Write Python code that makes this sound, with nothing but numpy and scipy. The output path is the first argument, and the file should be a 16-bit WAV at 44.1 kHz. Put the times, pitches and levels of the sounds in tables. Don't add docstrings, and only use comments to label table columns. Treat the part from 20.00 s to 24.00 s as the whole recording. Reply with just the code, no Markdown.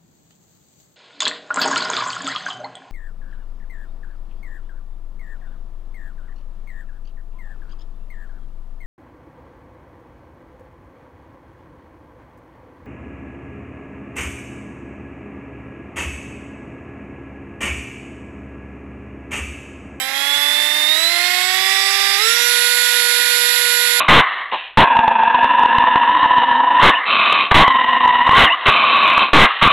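import sys
import numpy as np
from scipy import signal
from scipy.fft import rfft, irfft
from scipy.io import wavfile
from scipy.ndimage import uniform_filter1d, minimum_filter1d

SR = 44100
rng = np.random.default_rng(int(sys.argv[2]) if len(sys.argv) > 2 else 0)


def to_wav(s):
    ch = np.atleast_2d(s).T
    pcm = np.round(np.clip(ch, -1, 1) * 32767)
    wavfile.write(sys.argv[1], SR, pcm.astype(np.int16))


N = 176400

# t/s, turning rate/Hz
SHAFT_SPEED = [(0.0, 258.8), (0.15, 273.4), (0.3, 283.5), (0.5, 291.5), (0.7, 298.2), (0.86, 302.1),
               (0.95, 314.4), (1.03, 329.4), (1.12, 342.5), (1.25, 355.4), (1.45, 365.7), (1.58, 378.8),
               (1.72, 386.9), (1.92, 393.1), (2.18, 396.9), (2.215, 429), (2.245, 445.3), (2.31, 463.9),
               (2.39, 476.6), (2.5, 480.7), (2.75, 484.5), (3.0, 482.2), (3.5, 483.4), (4.0, 482.8)]
# f/Hz, level/dB
LEFT_SHADE = [(100, 1), (480, -4), (900, -8), (1450, -11), (2000, -14), (3500, -23), (4500, -24),
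              (8000, -19), (10000, -21), (11500, -13), (14000, -14)]
LEFT_LAG_S = .00006
FLUTTER_HZ = 29.5


def from_db(db):
    return 10 ** (np.asarray(db) / 20)


def rms_one(x):
    return x / np.sqrt(np.mean(x ** 2) + 1e-20)


def in_time(rows):
    times, *columns = np.transpose(rows)
    return [np.interp(np.arange(N) / SR, times, column) for column in columns]


def at_hz(points, hz):
    f, value = np.transpose(points)
    return np.interp(np.log(np.maximum(hz, 1)), np.log(f), value)


def drift(rate_hz):
    step, warm_up = 40, 2000
    pole = np.exp(-2 * np.pi * step * rate_hz / SR)
    noise = rng.standard_normal(N // step + warm_up + 2)
    slow = signal.lfilter([1], [1, -2 * pole, pole * pole], noise)[warm_up:]
    return np.interp(np.arange(N) / step, np.arange(len(slow)), rms_one(slow))


def two_microphones(near, other, hz):
    # f/Hz, likeness (0 to 1)
    likeness = [(100, 0.23), (500, 0.23), (1500, 0.24), (3000, 0.52), (5000, 0.16), (12000, 0.13)]
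    alike = np.clip(at_hz(likeness, hz), 0, 1)
    late = near * np.exp(-2j * np.pi * hz * LEFT_LAG_S)
    left = alike * late + np.sqrt(1 - alike ** 2) * other
    return np.array([from_db(at_hz(LEFT_SHADE, hz)) * left, near])


def outdoor_rumble():
    # f/Hz, relative level/dB
    colour = [(20, -24), (45, -16), (65, 2), (100, -1), (180, 8.5), (300, 10), (1000, -30)]
    # t/s, level/dB
    loudness = [(0, -51.5), (.8, -54), (1.2, -59), (2.4, -60.5), (3, -67)]
    hz = np.arange(N // 2 + 1) * SR / N
    noise = rfft(rng.standard_normal((2, N))) * from_db(at_hz(colour, hz))
    rumble = irfft(two_microphones(*noise, hz), N)
    return from_db(in_time(loudness)[0]) * rms_one(rumble)


def hand_knocks():
    # t/s, f/Hz, level/dB
    knocks = [(.36, 85, -48), (.485, 85, -48), (1.59, 180, -47), (2.081, 200, -48), (3.191, 315, -44)]
    rise_s = .012
    out = np.zeros(N)
    for start, hz, db in knocks:
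        age = np.maximum(np.arange(N) / SR - start, 0)
        envelope = age / rise_s * np.exp(1 - age / rise_s)
        out += from_db(db) * envelope * np.sin(2 * np.pi * hz * age)
    return out


def housing_rasp():
    # f/Hz, width/Hz, level/dB
    resonances = [(745, 42, -48), (1906, 290, -29.5), (2119, 93, -29.5), (6860, 38, -38)]
    hz = np.arange(N // 2 + 1) * SR / N
    out = np.zeros((2, N))
    for centre, width, db in resonances:
        spectrum = rfft(rng.standard_normal((2, N))) / (1 + (2 * (hz - centre) / width) ** 2)
        ring = irfft(two_microphones(*spectrum, hz), N)
        out += from_db(db) * ring / np.std(ring[1])
    return out


def brush_hiss(angle):
    # f/Hz, relative level/dB
    colour = [(40, -120), (100, -102), (200, -87), (330, -79.5), (400, -77.5), (480, -76.5), (580, -73.5),
              (700, -71), (1000, -65.5), (1300, -62), (1600, -55.5), (1720, -52), (2020, -48.5),
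              (2350, -55), (2700, -50.5), (3100, -53.5), (3500, -46), (3850, -45), (4200, -53), (5000, -51),
              (6300, -57.5), (8000, -60.5), (11400, -65), (12000, -63), (14500, -72.5)]
    # t/s, bass gain/dB, middle gain/dB, treble gain/dB
    band_gains = [(0, -0.5, -7.5, -13), (.12, 2.5, -5.5, -13.5), (.17, 4, -2.5, -9.5), (.45, 8, -1, -7.5),
                  (.85, 4, -2, -8), (1.2, 4, 1, -4), (1.45, 4, 1, -3.5), (2.1, 4.5, 2.5, -3.5),
                  (2.3, 0, 2.5, -0.5), (2.7, -0.5, 1, -1.5), (4, 1.5, 0.5, -2.5)]
    hiss_db, bass_flutter_db, band_edges_hz = -14, 2.2, (1000, 3090)
    surge_depth, surge_sharpness, flutter_db = .4, 2.2, .5
    hz = np.arange(N // 2 + 1) * SR / N
    surge = 1 + surge_depth * np.exp(surge_sharpness * (np.cos(angle) - 1))
    friction = rng.standard_normal((2, N)) * surge * from_db(flutter_db * drift(rate_hz=63))
    coloured = rfft(friction) * from_db(at_hz(colour, hz))
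    spectrum = two_microphones(*coloured, hz)
    spectrum /= np.std(irfft(spectrum[1], N))
    bass, below_treble = [1 / (1 + (hz / edge) ** 8) for edge in band_edges_hz]
    bands = bass, below_treble - bass, 1 - below_treble
    bass_db, middle_db, treble_db = in_time(band_gains)
    gains_db = bass_db + bass_flutter_db * drift(FLUTTER_HZ), middle_db, treble_db
    return sum(from_db(hiss_db + db) * irfft(spectrum * band, N) for db, band in zip(gains_db, bands))


def swell_db(multiple):
    # multiple of the turning rate, start/s, end/s, gain/dB
    swells = [(30, -.05, .06, 12), (4, -.05, .5, 6), (19, -.05, .5, 5), (3, .14, .48, 3),
              (18, .14, 1.48, 5), (40, .35, .85, 4), (37, .45, .9, 4), (26, .5, .88, 8), (5, .55, 1.2, -7),
              (29, .9, 1.48, 9), (24, .95, 1.06, 7), (15, 1.0, 1.7, -7), (32, 1.1, 1.45, 3),
              (7, 1.2, 1.45, 9), (13, 1.2, 2.18, 6), (5, 1.5, 1.92, 5), (4, 1.55, 1.95, -10),
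              (14, 1.6, 2.16, 7), (20, 1.62, 1.95, 6), (13, 1.58, 2.18, 5), (28, 1.85, 2.17, 15),
              (27, 1.85, 2.17, -12), (21, 2.2, 2.47, -9), (1, 2.2, 2.3, 6), (2, 2.24, 2.36, -7),
              (17, 2.24, 2.31, 12), (9, 2.28, 2.45, -13), (3, 2.33, 2.45, -3)]
    fade_s = .045
    t, lift_db = np.arange(N) / SR, 0
    for tone, start, end, db in swells:
        if tone == multiple:
            lift_db += db * np.clip(.5 + np.minimum(t - start, end - t) / fade_s, 0, 1)
    return lift_db


def rotor_tones(speed, angle):
    # multiple, relative level/dB
    strengths = [(1, 11), (2, 7.5), (3, 10.5), (4, 3.5), (5, 5.5), (6, 8.5), (7, -0.5), (8, -2.5), (9, 9),
                 (10, -5), (11, -15), (13, -0.5), (14, -1), (15, 7.5), (16, -11), (17, -4), (18, -2),
                 (19, -3.5), (20, -2), (21, 4.5), (22, -2), (23, 1), (24, 2.5), (25, -4), (26, -5), (27, 5),
                 (28, -10.5), (29, -4.5), (30, 2.5), (34, 2.5), (40, 5), (54, 7.5)]
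    # f/Hz, gain/dB
    housing = [(250, -57), (480, -48), (750, -36), (1000, -48), (1200, -38.5), (1400, -35), (1750, -37.5),
               (2100, -30), (2400, -37), (3000, -46.5), (3200, -43), (3450, -31.5), (3750, -34.5),
               (4000, -32.5), (4250, -38.5), (4750, -38.5), (5000, -38), (5450, -35.5), (6000, -43),
               (6700, -57), (6900, -37.5), (7050, -40.5), (7250, -39.5), (7750, -33.5), (8600, -45.5),
               (10000, -39), (11400, -36.5), (12200, -43), (13000, -45), (14500, -57)]
    # t/s, low gain/dB, treble gain/dB
    tone_gains = [(0, -5, -6.5), (.12, -4.5, -11.5), (.17, -3.5, -4.5), (.85, -1, -3.5), (1.15, 1, -1.5),
                  (2.15, 1.5, 2.5), (2.3, 4.5, 5.5), (2.55, 4.5, 10)]
    # t/s, level/dB
    whine_level = [(0.0, -24), (0.11, -41), (0.16, -23.5), (0.25, -20.5), (0.3, -15), (0.36, -15.5),
                   (0.39, -19), (0.43, -15), (0.55, -15), (0.76, -16), (0.92, -11.5), (1.0, -18),
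                   (1.05, -12.5), (1.18, -23), (1.76, -32), (1.84, -24), (2.15, -22), (2.195, -30),
                   (2.225, -18.5), (2.42, -22.5), (2.68, -37)]
    whine_multiple = 12
    low_flutter_db, treble_flutter_db = .7, 1.1
    full_glint_db, full_glint_hz_per_s = 2.5, 40
    treble_spread_rad, left_sway_rad = 2.0, .7
    low_db, treble_db = in_time(tone_gains)
    speeding_up = np.gradient(in_time(SHAFT_SPEED)[0]) * SR
    glint_db = full_glint_db * np.clip(speeding_up / full_glint_hz_per_s, 0, 1)
    out = np.zeros((2, N))
    for multiple in range(1, 55):
        hz = multiple * speed
        treble = at_hz([(3000, 0), (10000, 1)], hz)
        low = 1 - treble
        if multiple == whine_multiple:
            db = in_time(whine_level)[0]
        else:
            db = np.interp(multiple, *np.transpose(strengths)) + at_hz(housing, hz) + swell_db(multiple)
            db += low * low_db + treble * treble_db
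        db += drift(FLUTTER_HZ) * (low * low_flutter_db + treble * treble_flutter_db)
        db += treble * glint_db * drift(rate_hz=7)
        amplitude = np.sqrt(2) * from_db(db) * (hz < SR / 2)
        spread = low * np.pi + treble * treble_spread_rad
        phase = multiple * angle + rng.uniform(-1.06, 1) * spread
        sway = (left_sway_rad + treble) * drift(rate_hz=3.3)
        left_phase = phase - 2 * np.pi * hz * LEFT_LAG_S - sway
        out[0] += amplitude * from_db(at_hz(LEFT_SHADE, hz)) * np.sin(left_phase)
        out[1] += amplitude * np.sin(phase)
    return out


def scene():
    wander = .00049 * drift(rate_hz=11.4)
    speed = in_time(SHAFT_SPEED)[0] * (1 + wander)
    angle = 2 * np.pi * np.cumsum(speed) / SR
    motor = rotor_tones(speed, angle) + brush_hiss(angle) + housing_rasp()
    return motor + hand_knocks() + outdoor_rumble()


def record(dry):
    ceiling, limiter_s, cutoff_hz = .97, .002, 14560
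    window = int(limiter_s * SR)
    allowed_gain = ceiling / np.maximum(np.abs(dry).max(axis=0), ceiling)
    smooth_gain = uniform_filter1d(minimum_filter1d(allowed_gain, window), window)
    low_pass = signal.ellip(12, .1, 90, cutoff_hz, fs=SR, output="sos")
    return signal.sosfiltfilt(low_pass, dry * smooth_gain)


dry = scene()
out = record(dry)
to_wav(out)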